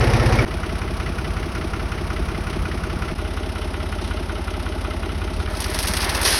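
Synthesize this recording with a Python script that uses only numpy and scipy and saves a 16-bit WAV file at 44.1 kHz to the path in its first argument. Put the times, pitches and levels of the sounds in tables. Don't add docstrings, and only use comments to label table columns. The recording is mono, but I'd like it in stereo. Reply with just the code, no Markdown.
import sys
import numpy as np
from scipy import signal
from scipy.fft import rfft, irfft, next_fast_len
from scipy.io import wavfile
from scipy.ndimage import uniform_filter1d, minimum_filter1d

SR = 44100
rng = np.random.default_rng(int(sys.argv[2]) if len(sys.argv) > 2 else 0)


def generate_wav(signal):
    frames = np.transpose(np.atleast_2d(signal))
    scaled = np.clip(frames, -1, 1) * 32767
    pcm = np.round(scaled).astype(np.int16)
    wavfile.write(sys.argv[1], SR, pcm)


N = 281799
TIME = np.arange(N) / SR
TAIL = np.arange(SR // 6) / SR

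# start/s, fade-in/s, a firing of cylinder one/s, engine cycle/s
PLACES = [(0, .001, .132, .1893), (.451, .014, .629, .1837), (3.143, .018, 3.185, .1843),
          (5.469, .006, 5.4725, .1844)]
# throb/dB, boom/dB, drone/dB, knock/dB, tick/dB, valve lead/cycle, leftward lean/1
ENGINE_MIX = [(-19, -17, -22.5, -28.5, -32.5, .012, 0), (-26.5, -40, -30.5, -38, -39.5, .008, 0.05),
              (-26, -60, -34.5, -39, -39.5, .031, 0.32), (-26, -41.5, -35.3, -47, -43.5, 0.034, 0.21)]
CYLINDER_DB = [5, 3.5, -2.5]
# f/Hz, relative level/dB
FEED_CONTACT = [(200, -15), (400, 0), (950, 6.5), (1400, 3.5), (1900, 5.5), (2800, -3.5), (5000, -7),
                (12000, -37)]
CYCLE_S = PLACES[2][3]
RELEASE_S = 6.24


def undb(db):
    return 10 ** (np.asarray(db) / 20)


def level(x, db=0):
    return x * undb(db) / np.sqrt(np.mean(x ** 2))


def noise(size=N):
    return rng.standard_normal((2, size))


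def colour(x, points):
    hz, db = np.transpose(points)
    size = next_fast_len(N + 4096, real=True)
    bin_hz = np.maximum(np.fft.rfftfreq(size, 1 / SR), 1)
    gain = undb(np.interp(np.log(bin_hz), np.log(hz), db))
    return irfft(rfft(x, size) * gain, size)[..., :N]


def carried(x, spectra, where):
    return np.choose(np.minimum(where, 2), [level(colour(x, points)) for points in spectra])


def fade(t60_s, attack_s):
    return (1 - np.exp(-TAIL / attack_s)) * np.exp(-np.log(1000) * TAIL / t60_s)


def ring(x, response):
    if response.ndim > 1:
        return np.array([ring(x, row) for row in response])
    return signal.oaconvolve(x, response)[:N]


def bursts(rows, t60_s, rise_s=.0001):
    out = 0
    for start_s, db in rows:
        age_s = np.maximum(TIME - start_s, 0)
        out += undb(db) * (1 - np.exp(-age_s / rise_s)) * np.exp(-np.log(1000) * age_s / t60_s)
    return out


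def grains(per_s, spread_db, t60_s, spectrum):
    sizes = undb(spread_db * np.minimum(rng.exponential(size=N), 3))
    hits = (rng.random(N) < per_s / SR) * sizes
    power = np.maximum(ring(hits ** 2, fade(t60_s, 1 / SR) ** 2), 0)
    return level(colour(np.sqrt(power) * noise(), spectrum))


def evened(x, edges_hz, passes=3):
    size, spectrum = x.shape[-1], rfft(x)
    hz, out = np.fft.rfftfreq(size, 1 / SR), 0
    for low, high in zip(edges_hz[:-1], edges_hz[1:]):
        inside = spectrum * ((hz >= low) & (hz < high))
        band = irfft(inside, size)
        for _ in range(passes):
            steady = np.cos(np.angle(signal.hilbert(band)))
            band = irfft(np.abs(inside) * np.exp(1j * np.angle(rfft(steady))), size)
        out += band
    return out


def strikes(cycles, phase, scatter_db):
    at = np.flatnonzero(np.diff(np.floor(cycles - phase)) == 1)
    hits = np.zeros(N)
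    hits[at] = undb(scatter_db * rng.standard_normal(len(at)))
    return hits


def clatter(cycles, blows_db, t60_s, repeat, attack_s, crack_db, scatter_db, wash_db):
    crack = fade(t60_s=.011, attack_s=.00053)
    slap = undb(-12) * np.interp(TAIL - .0062, TAIL, crack)
    body = fade(t60_s, attack_s) * (1 - np.exp(-TAIL / attack_s))
    same, envelope = 0, 0
    for k, db in enumerate(blows_db):
        hits = strikes(cycles, k / len(blows_db), scatter_db)
        shape = undb(db) * (body + undb(crack_db) * (crack + slap))
        same += ring(hits, shape * noise(len(TAIL)))
        envelope += ring(hits, shape)
    blows = np.sqrt(repeat) * same + np.sqrt(1 - repeat) * envelope * noise()
    return level(blows) + undb(wash_db) * noise()


def wind(breeze_db=-39.5):
    # f/Hz, relative level/dB
    spectrum = [(20, -23), (40, 0), (65, 2), (110, -8), (200, -14.5), (400, -35), (1200, -58)]
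    # centre/s, length/s, level/dB
    gusts = [(1.228, 0.13, -32), (1.462, 0.28, -31.5), (2.243, 0.1, -29), (2.633, 0.072, -27),
             (3.0, .25, -49), (5.19, 0.12, -30), (5.386, 0.086, -29)]
    swell = sum(undb(db) * np.exp(-(2 * (TIME - s) / length_s) ** 2) for s, length_s, db in gusts)
    return level(colour(rng.standard_normal(N), spectrum)) * (swell + undb(breeze_db))


def taps():
    # t/s, f/Hz, level/dB, t60/s
    clinks = [(.199, 2300, -23, .035), (.387, 2310, -14, .045), (.387, 2200, -20, .08),
              (6.273, 5740, -13, 0.066)]
    # t/s, f/Hz, level/dB, t60/s
    bumps = [(2.573, 169, -15, 0.028), (2.965, 187, -8, 0.026), (5.895, 189, -18, 0.091)]
    out = np.zeros(N + len(TAIL))
    for start_s, hz, db, t60_s in [*clinks, *bumps]:
        tone = fade(t60_s, attack_s=.0019) * np.sin(2 * np.pi * hz * TAIL)
        out[int(start_s * SR):][:len(TAIL)] += undb(db) * tone
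    return out[:N]


def bag(grip_s=5.47, pull_s=5.827, tighten_db_per_s=53, slacken_db_per_s=15, slide_db_per_s=15.5):
    # f/Hz, relative level/dB
    weave = [(400, 1), (1200, -14), (2500, 1), (4000, 1.5), (5600, 5), (8000, 0.5), (9600, 0.5),
             (12000, -3), (14500, -13), (16000, -21)]
    # t/s, then relative click/dB, fold crack/dB, thread fizz/dB
    creases = [(5.503, -30, -40, -46), (5.5352, -33, -41, -47), (5.5507, -22, -28, -42),
               (5.5691, -26, -26, -31), (5.6027, -13, -23, -22), (5.6194, -24, -19, -35),
               (5.641, -17, -19, -29), (5.698, -24, -24, -29), (5.7444, -14, -15.5, -27),
               (5.789, -4, -16, -24), (5.802, -24, -24, -33), (5.8265, -19, -20, -21),
               (5.8714, -14, -15, -18.5), (5.882, -18, -21, -23), (5.937, -4, -22, -27),
               (5.9673, -13, -13.5, -19), (6.005, -14, -17, -32), (6.017, -19, -16, -32),
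               (6.028, -22, -20, -30), (6.044, -22, -18, -25), (6.0924, -17, -14.5, -22),
               (6.14, -22, -26, -30), (6.1484, -12, -18, -23), (6.166, -20, -23, -28),
               (6.213, -18, -20, -19), (6.229, -17, -17, -20)]
    # t/s, level/dB
    picks = [(4.015, -34.5), (4.04, -38), (4.075, -38), (5.334, -36), (5.397, -35), (5.457, -44)]
    held = (TIME >= grip_s) & (TIME < RELEASE_S)
    slack_db = np.maximum(tighten_db_per_s * (pull_s - TIME), slacken_db_per_s * (TIME - pull_s))
    fold, thread = [(5000, 0), (8000, -5)], [(5000, -7), (8000, 2)]
    crinkles = sum(colour(grains(650, spread_db=4.8, t60_s=.022, spectrum=weave), tilt)
                   for tilt in (fold, thread))
    rustle = held * undb(-29.5 - slack_db) * crinkles
    slide = grains(1200, spread_db=2.5, t60_s=.028, spectrum=FEED_CONTACT)
    slide *= held * undb(-24.5 - slide_db_per_s * (RELEASE_S - TIME))
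    at_s, click_db, crack_db, fizz_db = np.transpose(creases)
    click = level(colour(noise(), weave), db=-4) * bursts(zip(at_s, click_db), t60_s=.005)
    crack = level(colour(colour(noise(), weave), fold), db=-3.5)
    crack *= bursts(zip(at_s, crack_db), t60_s=.06, rise_s=.0012)
    fizz = level(colour(colour(noise(), weave), thread), db=2)
    fizz *= bursts(zip(at_s, fizz_db), t60_s=.06, rise_s=.0015)
    picking = level(colour(noise(), [(1500, -5), (4000, 2), (5500, -2), (9000, -6), (15000, -29)]))
    picking *= bursts(picks, t60_s=.15, rise_s=.0017)
    return rustle + slide + click + crack + fizz + picking


def pour(stream_db=-16.5, rise_s=.008, ease_db_per_s=24, wall_db=-12):
    # f/Hz, relative level/dB
    spectrum = [(120, -31), (350, 2), (650, -0.5), (1000, -1.5), (1700, 3), (2600, 1.5), (4000, 2.5),
                (5500, 5), (8000, 0), (10000, 3), (12500, -4.5), (16000, -33)]
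    # t/s, level/dB
    clumps = [(6.249, -11), (6.275, -23), (6.326, -25)]
    age_s = np.maximum(TIME - RELEASE_S, 0)
    flow = undb(stream_db - ease_db_per_s * age_s) + bursts(clumps, t60_s=.049, rise_s=.0019)
    flow *= 1 - np.exp(-age_s / rise_s)
    wall = undb(wall_db) * grains(810, spread_db=-6, t60_s=.025, spectrum=FEED_CONTACT)
    stream = grains(12000, spread_db=1.2, t60_s=.016, spectrum=spectrum)
    return (stream + wall) * flow


def hum(cycles, where, waver_db=4):
    # firing harmonic, seat/dB, left of bin/dB, right of bin/dB
    overtones = [(16, -41, -51, -46), (20, -35, -46.5, -46.5)]
    out, knots_s = 0, np.arange(0, 7, .09)
    for k, *dbs in overtones:
        drift_db = waver_db * np.interp(TIME, knots_s, rng.standard_normal(len(knots_s)))
        gain = undb(np.array(dbs)[np.minimum(where, 2)] + drift_db)
        out += gain * np.sin(2 * np.pi * k * len(CYLINDER_DB) * cycles)
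    return out


def drone(cycles, where, repeat=.68, swell=.093):
    # f/Hz, relative level/dB
    spectra = [
        [(74, -45), (125, -32), (176, -16), (210, -8.5), (259, -8), (284, -17), (350, -8), (559, -9),
         (639, -16), (695, -9.5), (979, -17), (1500, -19.5), (1950, -20), (3300, -120)],
        [(74, -5.5), (115, -0.5), (150, -0.5), (190, -3.5), (236, -9), (330, -8), (431, -6), (530, -14.5),
         (653, -8.5), (940, -15), (1200, -12.5), (1500, -19.5), (2500, -48.5)],
        [(74, -38), (120, -17), (145, -7.5), (182, -10.5), (215, -11.5), (270, -8.5), (300, -10), (390, -6),
         (445, -6.5), (490, -19), (630, -7), (690, -14), (796, -11), (1090, -18.5), (1500, -22), (2500, -59)],
    ]
    size = int(CYCLE_S * SR)
    loop = evened(noise(size), edges_hz=[0, 270, 520, 950, SR / 2])
    index = (cycles % 1 * size).astype(int) % size
    churn = np.sqrt(repeat) * loop[:, index] + np.sqrt(1 - repeat) * noise()
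    churn *= 1 + swell * np.cos(6 * np.pi * (cycles - .19))
    return carried(churn, spectra, where)


def valves(cycles):
    valve_db = [0, 0.79, -1.3, 0.86, 0, 1.4]
    # f/Hz, relative level/dB
    spectrum = [(1000, 3.5), (2500, 6), (4200, 0), (5500, 3), (6600, -2.5), (8200, -5), (9800, -1),
                (12000, -9), (14000, -10), (16000, -56)]
    ticks = clatter(cycles, valve_db, t60_s=.053, repeat=.9, attack_s=.0049,
                    crack_db=-30, scatter_db=1.5, wash_db=-2.5)
    return level(colour(ticks, spectrum))


def clunks(cycles, where):
    # phase/cycle, f/Hz, length/s, seat/dB, left of bin/dB, right of bin/dB
    blows = [(.186, 364.3, 0.018, -31, -25, -25), (.19, 616, 0.021, -22.5, -36, -29.5),
             (.52, 352, 0.019, -26, -28.5, -35), (.535, 216, 0.025, -28, -28, -30.5),
             (.53, 820, 0.017, -33, -37.5, -33.5)]
    out = 0
    for phase, hz, length_s, *dbs in blows:
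        swell = np.sin(np.pi * np.minimum(TAIL / length_s, 1) ** .65) ** 2
        hits = strikes(cycles, phase, scatter_db=2)
        out += ring(hits, swell * np.sin(2 * np.pi * hz * TAIL)) * undb(dbs)[np.minimum(where, 2)]
    return out


def panels(cycles, where, pitch_spread=.024, chatter_db=-7):
    # phase/cycle, f/Hz, t60/s, seat/dB, left of bin/dB, right of bin/dB
    modes = [(0.02487, 1395, .018, -28, -17, -24.5), (.022, 1443, .022, -32, -23.5, -21.5),
             (.022, 1240, 0.023, -36, -22, -22.5), (0.0179, 2400, 0.028, -36, -30, -31),
             (0.0195, 980, .018, -26, -28, -27), (0.0195, 1900, .012, -30, -26, -30),
             (.11, 1370, 0.037, -28, -24, -29), (.16, 6300, 0.12, -40, -46, -42.5),
             (.348, 1310, .042, -19, -25, -25), (.35, 2000, 0.039, -21, -26, -30.5),
             (.36, 2300, 0.021, -19, -31.5, -37.5), (0.4, 3220, 0.014, -43, -31, -38),
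             (0.75, 1410, 0.027, -31, -27, -40), (0.5, 655, 0.061, -26, -33, -30),
             (.84, 263.5, .11, -25, -34, -26), (.82, 5200, 0.046, -34, -45, -43)]
    contact = fade(t60_s=.02, attack_s=.001)
    out = 0
    for phase, hz, t60_s, *dbs in modes:
        mode = fade(t60_s, attack_s=1.46 / hz) * np.exp(2j * np.pi * hz * TAIL)
        hits = strikes(cycles, phase, scatter_db=0)
        chatter = ring(hits, contact / np.linalg.norm(contact)) * rng.standard_normal(N)
        stroke, age = np.divmod(cycles - phase, 1)
        spread = pitch_spread * min(.027 / t60_s, 1) ** 2
        detune = spread * rng.standard_normal(64)[stroke.astype(int)]
        bend = np.exp(2j * np.pi * hz * detune * age * CYCLE_S)
        clack = (ring(hits + undb(chatter_db) * chatter, mode) * bend).imag
        out += clack * undb(dbs)[np.minimum(where, 2)]
    return out


def combustion(cycles, where, ignition_lag_cycles=.014):
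    # f/Hz, relative level/dB
    spectra = [
        [(600, -37), (1100, 2), (1600, -4), (2200, 4), (2700, -5.5), (3200, -7.5), (4200, -11), (5600, -7),
         (12000, -36)],
        [(600, -8), (1000, -2.5), (1300, 5.5), (1700, 2), (2150, 3), (3000, -3), (4000, -11), (6000, -10),
         (12000, -37)],
        [(600, -1.5), (950, 3), (1400, 9), (1680, -1.5), (2000, 7), (2350, -2), (3000, 1.5), (4000, -5),
         (6000, -30), (12000, -44)],
    ]
    knocks = clatter(cycles - ignition_lag_cycles, CYLINDER_DB, t60_s=.18, repeat=.8, attack_s=.0005,
                     crack_db=-2.5, scatter_db=1, wash_db=-3)
    return carried(knocks, spectra, where)


def exhaust(cycles, peak_phase=.029, smear_rad=.3507, boom_hz=112, boom_s=.046, boom_lead_cycles=.014):
    # firing harmonic, relative level/dB
    harmonics = [(1, -40), (2, -74), (3, 4.5), (4, 2), (5, 3.5), (6, -5), (7, -12), (8, -57), (9, -24),
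                 (10, -16.5), (11, -21), (12, -10.5), (13, -10.5)]
    cylinders = len(CYLINDER_DB)
    firing_rad = 2 * np.pi * cylinders * (cycles - peak_phase)
    pulses = sum(undb(db) * np.cos(k * firing_rad - smear_rad * max(k - 4, 0) ** 2)
                 for k, db in harmonics)
    throb = level(pulses) * (1 + .062 * np.cos(2 * np.pi * cycles))
    firings = sum(strikes(cycles, k / cylinders - boom_lead_cycles, scatter_db=2)
                  for k in range(cylinders))
    swell = np.sin(np.pi * np.minimum(TAIL / boom_s, 1)) ** 2
    boom = ring(firings, swell * np.cos(2 * np.pi * boom_hz * TAIL))
    return throb, level(boom)


def tractor(where):
    _, _, firing_s, cycle_s = np.array(PLACES)[where].T
    throb_db, boom_db, drone_db, knock_db, tick_db, valve_lead, _ = np.array(ENGINE_MIX)[where].T
    knots_s = np.arange(0, 7, .1)
    wander = .0008 * np.interp(TIME, knots_s, rng.standard_normal(len(knots_s)))
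    cycles = (TIME - firing_s) / cycle_s + wander
    out = combustion(cycles, where) * undb(knock_db)
    out += valves(cycles + valve_lead) * undb(tick_db)
    out += drone(cycles, where) * undb(drone_db)
    throb, boom = exhaust(cycles)
    out[0] += throb * undb(throb_db) + boom * undb(boom_db)
    out[0] += panels(cycles, where) + clunks(cycles, where) + hum(cycles, where)
    return out


def scene():
    # f/Hz, gain/dB
    scatter = [(60, -19), (200, -27.5), (380, -11.5), (700, -6.5), (1300, -9), (2500, -2), (4400, -4.5),
               (6000, -8.5), (7200, -77), (15000, -70)]
    start_s, fade_in_s, _, _ = np.transpose(PLACES)
    where = np.searchsorted(start_s, TIME, side="right") - 1
    mid, scattered = tractor(where) + bag() + pour()
    midrange = colour(mid, [(380, -27.5), (650, 9), (1200, 3), (1700, 2.5), (2500, -16), (7000, -36)])
    side = colour(scattered, scatter) + np.array(ENGINE_MIX)[where, -1] * midrange
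    mid = mid + wind() + taps()
    dips = np.clip((TIME - start_s[where]) / fade_in_s[where], .12, 1)
    dips = uniform_filter1d(minimum_filter1d(dips, size=65), size=65)
    return dips * np.array([mid + side, mid - side])


def record(dry):
    lag_s, from_hz, top_hz = .000161, 4220, 15830
    turn_rad = np.pi * lag_s * np.maximum(np.fft.rfftfreq(N, 1 / SR) - from_hz, 0)
    pair = irfft(rfft(dry) * np.exp(1j * np.array([turn_rad, -turn_rad])), N)
    lowpass = signal.ellip(10, .2, 90, top_hz, fs=SR, output="sos")
    return signal.sosfilt(lowpass, np.tanh(pair))


dry = scene()
out = record(dry)
generate_wav(out)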